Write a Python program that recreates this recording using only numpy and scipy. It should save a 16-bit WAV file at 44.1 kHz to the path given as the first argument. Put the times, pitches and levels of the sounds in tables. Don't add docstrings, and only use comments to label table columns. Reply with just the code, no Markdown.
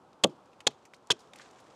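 import sys
import numpy as np
from scipy import signal
from scipy.fft import rfft, irfft
from scipy.io import wavfile
from scipy.ndimage import uniform_filter1d

SR = 44100
rng = np.random.default_rng(int(sys.argv[2]) if len(sys.argv) > 2 else 0)


def nominal_scale(level):
    x = np.asarray(level, float) / 20
    return 10 ** x


def generate_wav(sig):
    pcm = np.round(np.clip(np.atleast_2d(sig).T, -1, 1) * 32767).astype(np.int16)
    wavfile.write(sys.argv[1], SR, pcm)


N = 77175


def read(points, x):
    place, value = np.transpose(points)
    return np.interp(x, place, value)


def evened(x):
    return x / np.sqrt(np.mean(x ** 2) + 1e-20)


def add(mix, start_s, sound):
    part = mix[round(start_s * SR):][:len(sound)]
    part += sound[:len(part)]


def resonate(x, hz, width_hz):
    radius = np.exp(-np.pi * width_hz / SR)
    pole = radius * np.exp(2j * np.pi * hz / SR)
    return 2 * signal.lfilter([1 - radius], [1, -pole], x).real


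def ring(db, hz, t60, soft):
    t = np.arange(12000) / SR
    onset = np.sin(np.pi / 2 * np.minimum(t * hz / soft, 1)) ** 2
    return -nominal_scale(db - 60 * t / t60) * np.sin(2 * np.pi * hz * t) * onset


def crackle(size, per_s, spread_db):
    chance, rarity, side = rng.random((size, 3)).T
    clicks = (chance < per_s / SR) * np.sign(side - .5)
    return evened(clicks * nominal_scale(spread_db * np.minimum(-np.log(rarity + 1e-9), 4)))


def coloured(x, points):
    hz = np.fft.rfftfreq(len(x), 1 / SR)
    f, db = np.transpose(points)
    gain = nominal_scale(np.interp(np.log(hz + 1), np.log(f + 1), db, left=-60))
    return evened(irfft(rfft(x) * gain, len(x)))


# start_s, length_s, level_db, bright_db (per octave)
BLOWS = [
    (.2360, 0.0087, -20.5, 0.5),
    (.6670, 0.011, -25.5, 0.5),
    (1.1020, 0.021, -29, 0.5),
]
# pitch_hz, width_hz, level_db
BLADE_TONES = [(3300, 260, -4), (4300, 1100, 1), (5500, 1400, -2), (7180, 1800, -1), (2500, 200, -7),
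               (8820, 3000, -9), (1390, 1400, -2), (12000, 4000, -35)]


def cut(start_s, length_s, level_db, bright_db):
    contact_db, ease_db, tear_t60_s = -13, -8.5, .012
    bite_share, bite_power = 0.3, 0.93
    t = np.arange(4000) / SR
    progress = t / length_s
    bite = nominal_scale(contact_db) + np.minimum(progress / bite_share, 1) ** bite_power
    easing_db = ease_db * np.clip(progress - bite_share, 0, 1)
    parting_db = -60 * np.maximum(t - length_s, 0) / tear_t60_s
    tear = bite * nominal_scale(easing_db + parting_db) * crackle(size=4000, per_s=6000, spread_db=3)
    blade = np.zeros(len(t))
    sign = 1
    for hz, width_hz, tone_db in BLADE_TONES:
        tone = resonate(resonate(tear, hz, width_hz), hz, 2 * width_hz)
        tone_db = tone_db + bright_db * np.log2(hz / BLADE_TONES[0][0])
        blade += sign * nominal_scale(tone_db) * tone * np.sqrt(SR / width_hz / 10)
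        sign = -sign
    return start_s, nominal_scale(level_db) * blade


# start_s, peak_db, pitch_hz, t60_s
FIBRE_SNAPS = [(.2380, -16, 3160, .012), (.2405, -12, 3404, .010), (0.2419, -7.5, 3120, 0.013),
               (.2470, -19, 3400, 0.0094), (0.6695, -5.5, 3350, 0.0064), (0.669, -14.5, 6920, 0.013),
               (.6708, -19.5, 3280, 0.013), (0.673, -3, 4040, .003), (.6735, -7, 3620, .003),
               (0.6671, -20.5, 2660, .006), (.6737, -7.5, 5870, .003), (0.6768, -18, 4200, 0.011),
               (1.1045, -12.5, 3200, .010), (1.1053, -11, 4990, 0.0034), (1.108, -10, 3428, 0.019),
               (1.115, -10.5, 3150, 0.014), (1.114, -18, 3300, .015), (1.1174, -12.5, 5500, 0.0065),
               (1.1181, -17, 3100, .008)]


def snap(start_s, peak_db, pitch_hz, t60_s):
    return start_s, ring(peak_db, pitch_hz, t60_s, soft=0.93)


# start_s, peak_db, stake pitch_hz, t60_s, log_db
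STAKE_KNOCKS = [(.2365, -25.5, 620, .015, -25), (.2425, -20.5, 520, .02, -25.5),
                (.2462, -3.5, 529, .014, -20), (.2520, -20, 830, 0.011, -26.5),
                (.2600, -18, 517, 0.022, -52), (.2860, -45, 480, .04, -53), (.6682, -14, 487, 0.019, -32.5),
                (.6900, -44, 150, .06, -47.5), (.6770, -22, 830, 0.023, -49),
                (1.1020, -17.5, 988, 0.025, -32.5), (1.1030, -19.5, 1600, 0.026, -42.5),
                (1.1050, -18, 430, 0.029, -44.5), (1.1240, -30, 345, 0.028, -39.5)]
# pitch_hz, level_db, t60_s
LOG_TONES = [(120, -22, 0.11), (159.3, -5.5, 0.099), (248.7, -3, 0.11), (347, -9.5, 0.11),
             (430, -5.5, 0.13), (642.4, -4, 0.057), (1144, -6.5, 0.035)]
# pitch_hz, level_db
ROCKING_COLOUR = [(80, -27.5), (130, -2), (230, 0), (350, 2.5), (500, -7.5), (900, -24), (2500, -67.5)]


def knock(start_s, peak_db, pitch_hz, t60_s, log_db):
    rock_db, rock_t60_s, rock_rise_s = -13.5, 0.18, 0.0058
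    t = np.arange(12000) / SR
    stake = ring(peak_db, pitch_hz, t60_s, soft=.6)
    rock = coloured(rng.standard_normal(len(t)), ROCKING_COLOUR)
    rock *= nominal_scale(log_db + rock_db - 60 * t / rock_t60_s) * np.minimum(t / rock_rise_s, 1)
    hum = sum(ring(log_db + tone_db, hz, tone_t60_s, soft=0.57) for hz, tone_db, tone_t60_s in LOG_TONES)
    return start_s, stake + rock + hum


# start_s, level_db, pitch_hz, scatter t60_s, dry edge_db
LANDINGS = [(.130, -55, 2890, 0.018, -10), (.295, -65.5, 4000, 0.13, -4), (.530, -59, 2500, 0.054, -19),
            (.604, -43.5, 2390, 0.033, -3), (.852, -54.5, 1900, 0.06, 3.5),
            (.9355, -36.5, 1800, 0.018, -17.5), (.942, -58.5, 4070, 0.062, -2.5),
            (.964, -65, 5870, 0.021, -5), (1.062, -71, 4887, 0.012, -1.5),
            (1.071, -49.5, 5940, .015, -11.5), (1.190, -61, 5500, 0.17, -9),
            (1.204, -54.5, 4000, 0.032, -6), (1.273, -61.5, 4020, .015, -4.5),
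            (1.334, -43, 2500, 0.026, -7), (1.358, -43, 1700, 0.015, -5), (1.359, -51.5, 9500, 0.023, -3.5),
            (1.3865, -45, 4500, 0.013, -11), (1.394, -47, 1400, 0.094, -17.5), (1.425, -62, 7500, .015, -6),
            (1.511, -54.5, 7650, 0.011, -5.5), (1.600, -63.5, 8000, 0.062, -2),
            (.705, -56.5, 3000, 0.11, -9.5), (.270, -52, 7160, 0.014, -8.5), (.456, -68.5, 5950, 0.023, -2)]


def chip(start_s, level_db, pitch_hz, t60_s, edge_db):
    rise_s, leaf_hz, leaf_width_hz = 0.0012, 5500, 4600
    width_hz = pitch_hz / 0.98
    t = np.arange(8000) / SR
    ticks = crackle(size=8000, per_s=5000, spread_db=-2.0)
    ticks *= nominal_scale(-60 * t / t60_s) * np.minimum(t / rise_s, 1)
    body = resonate(resonate(ticks, pitch_hz, width_hz), pitch_hz, width_hz) * np.sqrt(SR / pitch_hz / 4)
    edge = resonate(resonate(ticks, leaf_hz, leaf_width_hz), leaf_hz, leaf_width_hz)
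    return start_s, nominal_scale(level_db) * (body + nominal_scale(edge_db) * edge)


# pitch_hz, level_db (per Hz)
RUSTLE_COLOUR = [(880, -33), (1500, 0), (1990, -4), (3440, -6.5), (3720, -7.5), (7600, -10.5), (15500, -44)]
# time_s, level_db
RUSTLE_LEVEL = [(0, -82.5), (.4, -80), (.75, -75), (1.0, -78), (1.15, -68.5), (1.3, -74), (1.42, -59),
                (1.5, -65.5), (1.6, -65.5), (1.65, -70), (1.75, -66)]


def rustle():
    t = np.arange(N) / SR
    flicker_db = 2.3 * evened(uniform_filter1d(rng.standard_normal(N), size=700))
    rubbing = coloured(crackle(size=N, per_s=7200, spread_db=3.5), RUSTLE_COLOUR)
    return rubbing * nominal_scale(read(RUSTLE_LEVEL, t) + flicker_db)


# pitch_hz, level_db
BARK_COLOUR = [(100, 3), (5000, -0.5), (9000, -6.5), (16000, -27.5)]


def trees(x):
    near_db, near_t60_s = -31, 0.089
    far_db, far_t60_s, far_rise_s = -43.5, .4, 0.013
    t = np.arange(SR // 2) / SR
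    near, far = (coloured(noise, BARK_COLOUR) for noise in rng.standard_normal((2, len(t))))
    near = near * nominal_scale(-60 * t / near_t60_s)
    far = far * nominal_scale(-60 * t / far_t60_s) * np.minimum(t / far_rise_s, 1)
    tail = nominal_scale(near_db) * near / np.linalg.norm(near) + nominal_scale(far_db) * far / np.linalg.norm(far)
    return signal.fftconvolve(x, tail)[:N]


# pitch_hz, level_db (per Hz)
WASH_COLOUR = [(15, -46), (25, -14.5), (495, -3.5), (684, -7.5), (762, -3), (1340, -10), (1850, -25),
               (3260, -26), (15500, -43)]
# time_s, level_db
SWELL = [(0, -4), (.4, -3.5), (.85, -5.5), (1.1, -5), (1.3, -2), (1.75, -1.5)]


def wash():
    t = np.arange(N) / SR
    return coloured(rng.standard_normal(N), WASH_COLOUR) * nominal_scale(-56 + read(SWELL, t))


def scene():
    wood = np.zeros(N)
    for rows, source in ((BLOWS, cut), (FIBRE_SNAPS, snap), (STAKE_KNOCKS, knock), (LANDINGS, chip)):
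        for row in rows:
            add(wood, *source(*row))
    return (wood + trees(wood) + rustle() + wash())[None]


def band_limit(x):
    return signal.sosfilt(signal.butter(12, 15780, fs=SR, output="sos"), x)


# pitch_hz, level_db
MIC_COLOUR = [(30, -13), (60, -8.5), (110, 0.5), (9000, -0.5), (12000, -5), (15500, -13)]


def record(dry):
    edge_hz = 15650
    hz = np.fft.rfftfreq(8192, 1 / SR)
    f, db = np.transpose(MIC_COLOUR)
    log_gain = np.log(nominal_scale(np.interp(np.log(hz + 1), np.log(f), db)))
    spectrum = np.exp(np.conj(signal.hilbert(np.r_[log_gain, log_gain[-2:0:-1]])))
    colour = np.fft.ifft(spectrum).real[:4096]
    heard = signal.oaconvolve(dry, colour[None])[:, :N]
    low_pass = signal.firwin(1023, edge_hz, window=("kaiser", 9), fs=SR)
    mix = signal.oaconvolve(heard, low_pass[None], "same")
    return band_limit(mix)


dry = scene()
out = record(dry)
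generate_wav(out)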